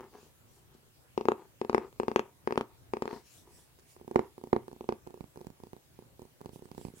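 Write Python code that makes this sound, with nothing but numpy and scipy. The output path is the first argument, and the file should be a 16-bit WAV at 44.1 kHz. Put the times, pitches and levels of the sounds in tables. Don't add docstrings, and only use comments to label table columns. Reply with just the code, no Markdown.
import sys
import numpy as np
from scipy import signal
from scipy.fft import rfft, irfft
from scipy.io import wavfile
from scipy.ndimage import uniform_filter1d

SR = 44100
rng = np.random.default_rng(int(sys.argv[2]) if len(sys.argv) > 2 else 0)


def master_out(mix):
    frames = np.transpose(np.atleast_2d(mix))
    ceiling = np.clip(frames, -1, 1)
    pcm = np.round(ceiling * 32767).astype(np.int16)
    wavfile.write(sys.argv[1], SR, pcm)


N = 308700


def gain_of(db):
    return 10 ** (np.asarray(db) / 20)


def evened(x):
    return x / np.sqrt(np.mean(x ** 2) + 1e-20)


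def read(points, hz):
    f, value = np.transpose(points)
    return np.interp(np.log(hz + 1), np.log(f + 1), value)


def delayed(hz, seconds):
    return np.exp(-2j * np.pi * hz * seconds)


def stroke_gain(middle, length, db):
    u = np.clip((np.arange(N) / SR - middle) / length, -.5, .5)
    return gain_of(db) * np.cos(np.pi * u) ** 2


def ring(modes, hz, far):
    s, out = 2j * np.pi * hz, 0
    for mode_hz, t60, db, far_db, way in modes:
        size = np.sign(way) * gain_of(db + far * far_db)
        out = out + size * s / ((s + np.log(1000) / t60) ** 2 + (2 * np.pi * mode_hz) ** 2)
    return out


def noise(colour, same, patchy_db, size):
    frames, hz = 4 * N // size + 6, np.fft.rfftfreq(size, 1 / SR)
    a, b, c, d, patches = rng.standard_normal((frames, len(hz), 5)).T
    patches = uniform_filter1d(patches, size=size // 64, axis=0)
    patches = evened(uniform_filter1d(patches, size=10240 // size, axis=1))
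    same = np.clip(read(same, hz), -1, 1)[:, None]
    left = a + 1j * b
    right = same * left + np.sqrt(1 - same ** 2) * (c + 1j * d)
    z = np.array([left, right]) * gain_of(read(colour, hz)[:, None] + patchy_db * patches)
    return evened(signal.istft(z, nperseg=size, noverlap=3 * size // 4)[1][:, :N])


# time in seconds, lead of the left microphone in ms
BOX_PLACE = [(0, 0.15), (1, 0.4), (3.3, 0.37), (3.7, -0.38), (4.6, -0.52), (7, -0.46)]


def left_lead_ms(s):
    return np.interp(s, *np.transpose(BOX_PLACE))


def panned(x):
    left_over_right_db = 11 * left_lead_ms(np.arange(N) / SR)
    return x * gain_of(np.outer([.5, -.5], left_over_right_db))


# frequency in Hz, relative level in dB per Hz.
FLOOR_COLOUR = [(15, -46), (25, -11.5), (38, -18.5), (53, -3.5), (149, -4.5), (175, -14.5), (317, -15),
                (1020, -22.5), (1190, -24), (1400, -25), (5880, -30.5), (6740, -29.5), (16000, -31)]
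# frequency in Hz, left-right correlation.
FLOOR_LIKENESS = [(60, 0.38), (240, 0.54), (950, 0.0098), (3770, -0.26), (15000, 0.15)]
FLOOR_DB = -62.5


def floor():
    return gain_of(FLOOR_DB) * noise(FLOOR_COLOUR, FLOOR_LIKENESS, patchy_db=2.13, size=2048)


# frequency in Hz, time to fall 60 dB in seconds.
ROOM_DECAY = [(100, 0.16), (300, 0.24), (800, 0.19), (2000, 0.25), (6000, 0.15)]
ROOM_DB = -13.5


def room(x):
    hits = np.zeros((2, 22050))
    at = np.arange(160, 22030, 20) + rng.integers(0, 20, (2, 1094))
    np.put_along_axis(hits, at, rng.choice([-1., 1.], at.shape), 1)
    hz, t, z = signal.stft(hits, SR, nperseg=256)
    same = (1 / (1 + (hz / 900) ** 2))[:, None]
    z = np.array([z[0], same * z[0] + np.sqrt(1 - same ** 2) * z[1]])
    fade = gain_of(-60 * t / read(ROOM_DECAY, hz)[:, None])
    tail = signal.istft(z * fade, SR, nperseg=256)[1]
    tail = tail / np.linalg.norm(tail[0])
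    return gain_of(ROOM_DB) * signal.fftconvolve(x.mean(0)[None], tail, axes=1)[:, :N]


# multiple of the stroke's brightest frequency, relative level in dB per Hz.
SLIDE_COLOUR = [(.2, -11.5), (.55, -5.5), (1, -2), (1.6, -8), (4, -24)]
# middle in seconds, length in seconds,
# level at the middle in dB before panning, brightest frequency in Hz.
SLIDES = [(0.198, 0.32, -67.5, 5000), (0.545, 0.23, -68.5, 7440), (0.746, 0.034, -69, 4970),
          (3.141, 0.22, -61, 4300), (3.267, 0.087, -64, 5770), (3.354, 0.2, -58.5, 7000),
          (3.569, 0.25, -62.5, 8100), (3.796, 0.03, -64, 5970), (3.908, 0.13, -64, 8440),
          (5.976, 0.17, -72, 2490), (6.547, 0.08, -61, 9100), (6.652, 0.05, -67, 8100),
          (6.819, 0.25, -63, 8500), (7, 0.16, -61, 8200)]


def slide():
    hiss = noise([(100, 0), (16000, 0)], [(1000, 0.37), (10000, 0.15)], patchy_db=4.0, size=512)
    hz, t, z = signal.stft(hiss, SR, nperseg=512)
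    frame_at = np.minimum(np.round(t * SR).astype(int), N - 1)
    shape = 0
    for middle, length, db, top_hz in SLIDES:
        points = [(top_hz * multiple, colour_db) for multiple, colour_db in SLIDE_COLOUR]
        colour = evened(gain_of(read(points, hz)))
        shape = shape + np.outer(colour, stroke_gain(middle, length, db)[frame_at])
    return panned(signal.istft(z * shape, SR, nperseg=512)[1][:, :N])


# middle in seconds, length in seconds,
# level at the middle in dB before panning and room.
DRAGS = [(0.008, 0.19, -52.5), (0.149, 0.089, -54.5), (0.236, 0.18, -65.5), (0.574, 0.053, -66),
         (0.721, 0.15, -67.5), (1.401, 0.079, -51), (1.823, 0.12, -46), (2.256, 0.081, -56.5),
         (2.708, 0.048, -60.5), (3.126, 0.15, -46), (3.474, 0.14, -63.5), (3.593, 0.038, -62),
         (4.23, 0.12, -51), (4.632, 0.038, -61)]


def drag():
    unevenness = gain_of(3 * np.minimum(rng.exponential(1, N), 3.5))
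    slips = unevenness * (rng.random(N) < 1500 / SR) * rng.standard_normal(N)
    hz = np.fft.rfftfreq(N, 1 / SR)
    box = ring(BODY_MODES, hz, 0) + gain_of(3.5) * ring(UPPER_MODES, hz, 0)
    box = box / (1 + (hz / 2500) ** 2) + 2e-5 * gain_of(read(NAIL_COLOUR, hz))
    drive = evened(slips) / np.sqrt(np.mean(abs(box) ** 2))
    strokes = sum(stroke_gain(*row) for row in DRAGS)
    return panned(irfft(rfft(drive * strokes) * box, N))


FIRM_DB = -15


def fingertip_push(hz, db, contact_ms, on_right):
    turns = hz * contact_ms / 1000 + 1e-9
    push = np.sinc(turns) / (1 - turns ** 2) + 0.06 / (1 + turns)
    graze = 0.16 * (on_right and db > FIRM_DB) * delayed(hz, -0.00158)
    return push * (1.5 + graze)


# frequency in Hz, time to fall 60 dB in seconds,
# relative level in dB at the nearer microphone before the trims below, dB change at the farther one,
# sign of the motion (+1 with the struck spot, -1 against it).
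DEEP_MODES = [(89.3, 0.028, -11, -23.5, 1), (152, 0.018, 3, -6.5, 1)]
THUD_MODES = [(239, 0.026, 6.5, -4, 1)]
BODY_MODES = [(353.6, 0.051, -4, -2, 1), (400.8, 0.029, 4, -1.5, 1), (454, 0.0038, -28.5, -20, 1)]
UPPER_MODES = [(744.5, 0.011, -2, 2, 1), (885, 0.017, -4.5, -0.5, 1), (1214, 0.0029, -13.5, -8.5, 1),
               (1318, 0.0095, -10.5, 9, -1)]
# time in seconds, gain of the deep modes in dB.
CLOSENESS = [(0, -6), (4.9, -3), (5.2, 2.5), (7, 4)]
DEEP_PER_THUD = 0.29
LOWEST_PER_CLOSE = 1.5
UPPER_DB, UPPER_PER_THUD, UPPER_PER_MS = 1.5, 1, 2.9
RIGHT_NOTE_DB, RIGHT_NOTE_LONGER = 3, 1.73


def panels(hz, grip, far, s, contact_ms, thud_db, on_right):
    edge = 1j * hz / (1j * hz + 330)
    close_db = np.interp(s, *np.transpose(CLOSENESS)) + DEEP_PER_THUD * max(thud_db, 0)
    lowest = gain_of(LOWEST_PER_CLOSE * close_db) * ring(DEEP_MODES[:1], grip, far)
    deep = gain_of(close_db) * ring(DEEP_MODES[1:], grip, far)
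    thud = edge * ring(THUD_MODES, grip, far)
    low_note = np.array(BODY_MODES[0])
    if on_right:
        low_note = low_note * [1, RIGHT_NOTE_LONGER, 1, 1, 1] + [0, 0, RIGHT_NOTE_DB, 0, 0]
    body = edge * (ring([low_note], grip, far) + ring(BODY_MODES[1:], grip, far))
    upper_db = UPPER_DB + UPPER_PER_THUD * max(thud_db, 0) + UPPER_PER_MS * (min(contact_ms, 1.4) - 1)
    upper = gain_of(upper_db) * edge * delayed(hz, -0.0002 * far) * ring(UPPER_MODES, grip, far)
    return gain_of(thud_db) * (thud + deep + lowest) + body + upper


# frequency in Hz, relative level in dB per Hz.
NAIL_COLOUR = [(800, -7.5), (1500, 0), (2400, 2), (3200, -6), (5000, -6.5), (8000, -13.5), (15000, -22)]


def nail_tick(hz, crack, db, far, size):
    age = np.arange(len(crack)) / SR
    fade = gain_of(-60 * age / 0.0067) + gain_of(-17.0 - 60 * age / 0.078)
    rattle = rfft(crack * fade, size)
    colour_db = read(NAIL_COLOUR, hz) * np.clip(1.5 + 0.083 * (db - FIRM_DB), .1, 1.3)
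    tick = (3.5 + rattle) * gain_of(colour_db - 4.1 * far)
    return tick * delayed(hz, -0.00026)


# middle of the push in seconds, peak of the push in dB at the nearer
# microphone, length of contact in ms, gain of the thud and deep modes against the body note in dB.
TAPS = [(0.0078, -31, 0.34, 3), (0.1392, -43, 0.14, -5), (0.1497, -43, 1.1, -4), (0.23, -45.5, 1.6, 6),
        (0.7498, -47, 1.9, 2.5), (0.8314, -53.5, 0.52, -5), (1.1775, -13, 0.96, -4.5),
        (1.2549, -17.5, 1, 3), (1.2858, -4.5, 0.55, -6), (1.6152, -16.5, 1.12, -4), (1.6967, -11.5, 0.6, 1),
        (1.7469, -5, 0.63, -4), (1.928, -41, 0.12, 1), (1.9997, -12, 0.86, -2.5), (2.0823, -11, 0.78, 1.5),
        (2.1609, -4, 0.4, -2.5), (2.4747, -11, 0.59, -2.5), (2.5244, -14.5, 0.54, -0.5),
        (2.577, -6.5, 0.39, 4), (2.9362, -13.5, 0.7, -3), (3.0224, -14, 0.75, 2.5), (3.0779, -19, 0.31, -8),
        (3.13, -24.5, 1.55, 5), (3.7886, -46, 0.32, 0), (3.9649, -39, 0.56, -2), (4.013, -36, 1.3, 3),
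        (4.079, -27.5, 1.3, 5), (4.1125, -26.5, 1.3, -1), (4.1594, -3, 0.93, 2.5), (4.3804, -31, 1.06, 3),
        (4.439, -25.5, 1.37, 6), (4.5305, -4.5, 1.03, 3), (4.6815, -28.5, 0.85, 0.5), (4.73, -31, 1.46, 10),
        (4.8092, -25.5, 1.16, 2.5), (4.8907, -11, 0.92, 1.5), (5.067, -36.5, 0.96, -1),
        (5.0729, -28, 1.3, 4.5), (5.1422, -31, 1.14, -2), (5.2081, -24.5, 1.12, 31.5),
        (5.3594, -35, 0.78, 0), (5.3741, -30, 1.24, 3.5), (5.4132, -30.5, 1.24, 0.5),
        (5.4694, -26.5, 1.2, 33), (5.6018, -38.5, 0.91, 7), (5.6364, -29, 1.2, 7), (5.7325, -28.5, 1.1, 4),
        (5.9903, -32, 1.32, 4.5), (6.1946, -33.5, 1.2, 1.5), (6.2195, -31.5, 1.34, 5.5),
        (6.407, -39, 0.66, -6), (6.414, -29.5, 0.84, 8), (6.4593, -25, 1.1, 6), (6.533, -36.5, 1.8, 15),
        (6.56, -31, 1.3, 8), (6.623, -33, 1.55, 1), (6.6558, -36, 0.65, 8), (6.7155, -28.5, 0.91, 15),
        (6.78, -24.5, 1.13, 6), (6.851, -22, 1.1, 27), (6.7939, -39, 2, 5), (6.8692, -33.5, 1.3, 12),
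        (6.9387, -37, 2.2, 4)]
TICK_PER_DB = (0.02, -0.0363)
TICK_DB, TICK_SPREAD_DB = -10.5, 1.4
LEAD_SPREAD = 0.19


def taps():
    size = 8192
    out = np.zeros((2, N + size))
    hz = np.fft.rfftfreq(size, 1 / SR)
    chance = rng.standard_normal((len(TAPS), 3, 1536))
    for (s, db, contact_ms, thud_db), (a, b, c) in zip(TAPS, chance):
        lead_ms = left_lead_ms(s) * (1 + LEAD_SPREAD * a[1])
        on_right = lead_ms < 0
        grip = hz * (1 + .015 * a[0])
        tick_db = TICK_DB + TICK_PER_DB[int(on_right)] * (db - FIRM_DB) + TICK_SPREAD_DB * a[2]
        push = fingertip_push(hz, db, contact_ms, on_right)
        start = max(int(s * SR) - 200, 0)
        at = delayed(hz, s - start / SR)
        pushes, ticks = [], []
        for far, crack in ((0, b), (abs(lead_ms) / .34, .6 * b + .8 * c)):
            arrival = at * delayed(hz, (far > 0) * abs(lead_ms) / 1000)
            box = panels(hz, grip, far, s, contact_ms, thud_db, on_right)
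            pushes.append(irfft(arrival * push * box))
            ticks.append(irfft(arrival * nail_tick(hz, crack, db, far, size)))
        push_gain = 1 / pushes[0].max()
        tick_gain = gain_of(tick_db) * 2 / np.linalg.norm(ticks[0])
        both = gain_of(db) * (push_gain * np.array(pushes) + tick_gain * np.array(ticks))
        out[:, start:start + size] += both if lead_ms > 0 else both[::-1]
    return signal.lfilter(*signal.butter(1, 45, "high", fs=SR), out[:, :N])


def scene():
    box = taps() + drag()
    return box + room(box) + slide() + floor()


COPY_S, COPY_DB = 1473.6 / SR, -7.2
EDGE_HZ = 16100


def record(dry):
    hz = np.fft.rfftfreq(2 * N, 1 / SR)
    bass_loss = 1j * hz / (1j * hz + 40)
    with_copy = 1 + gain_of(COPY_DB) * delayed(hz, COPY_S)
    twice = irfft(rfft(dry, 2 * N) * with_copy * bass_loss)[:, :N]
    band = signal.firwin(511, EDGE_HZ, window=("kaiser", 9), fs=SR)
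    return signal.oaconvolve(twice, band[None], "same", axes=1)


dry = scene()
out = record(dry)
master_out(out)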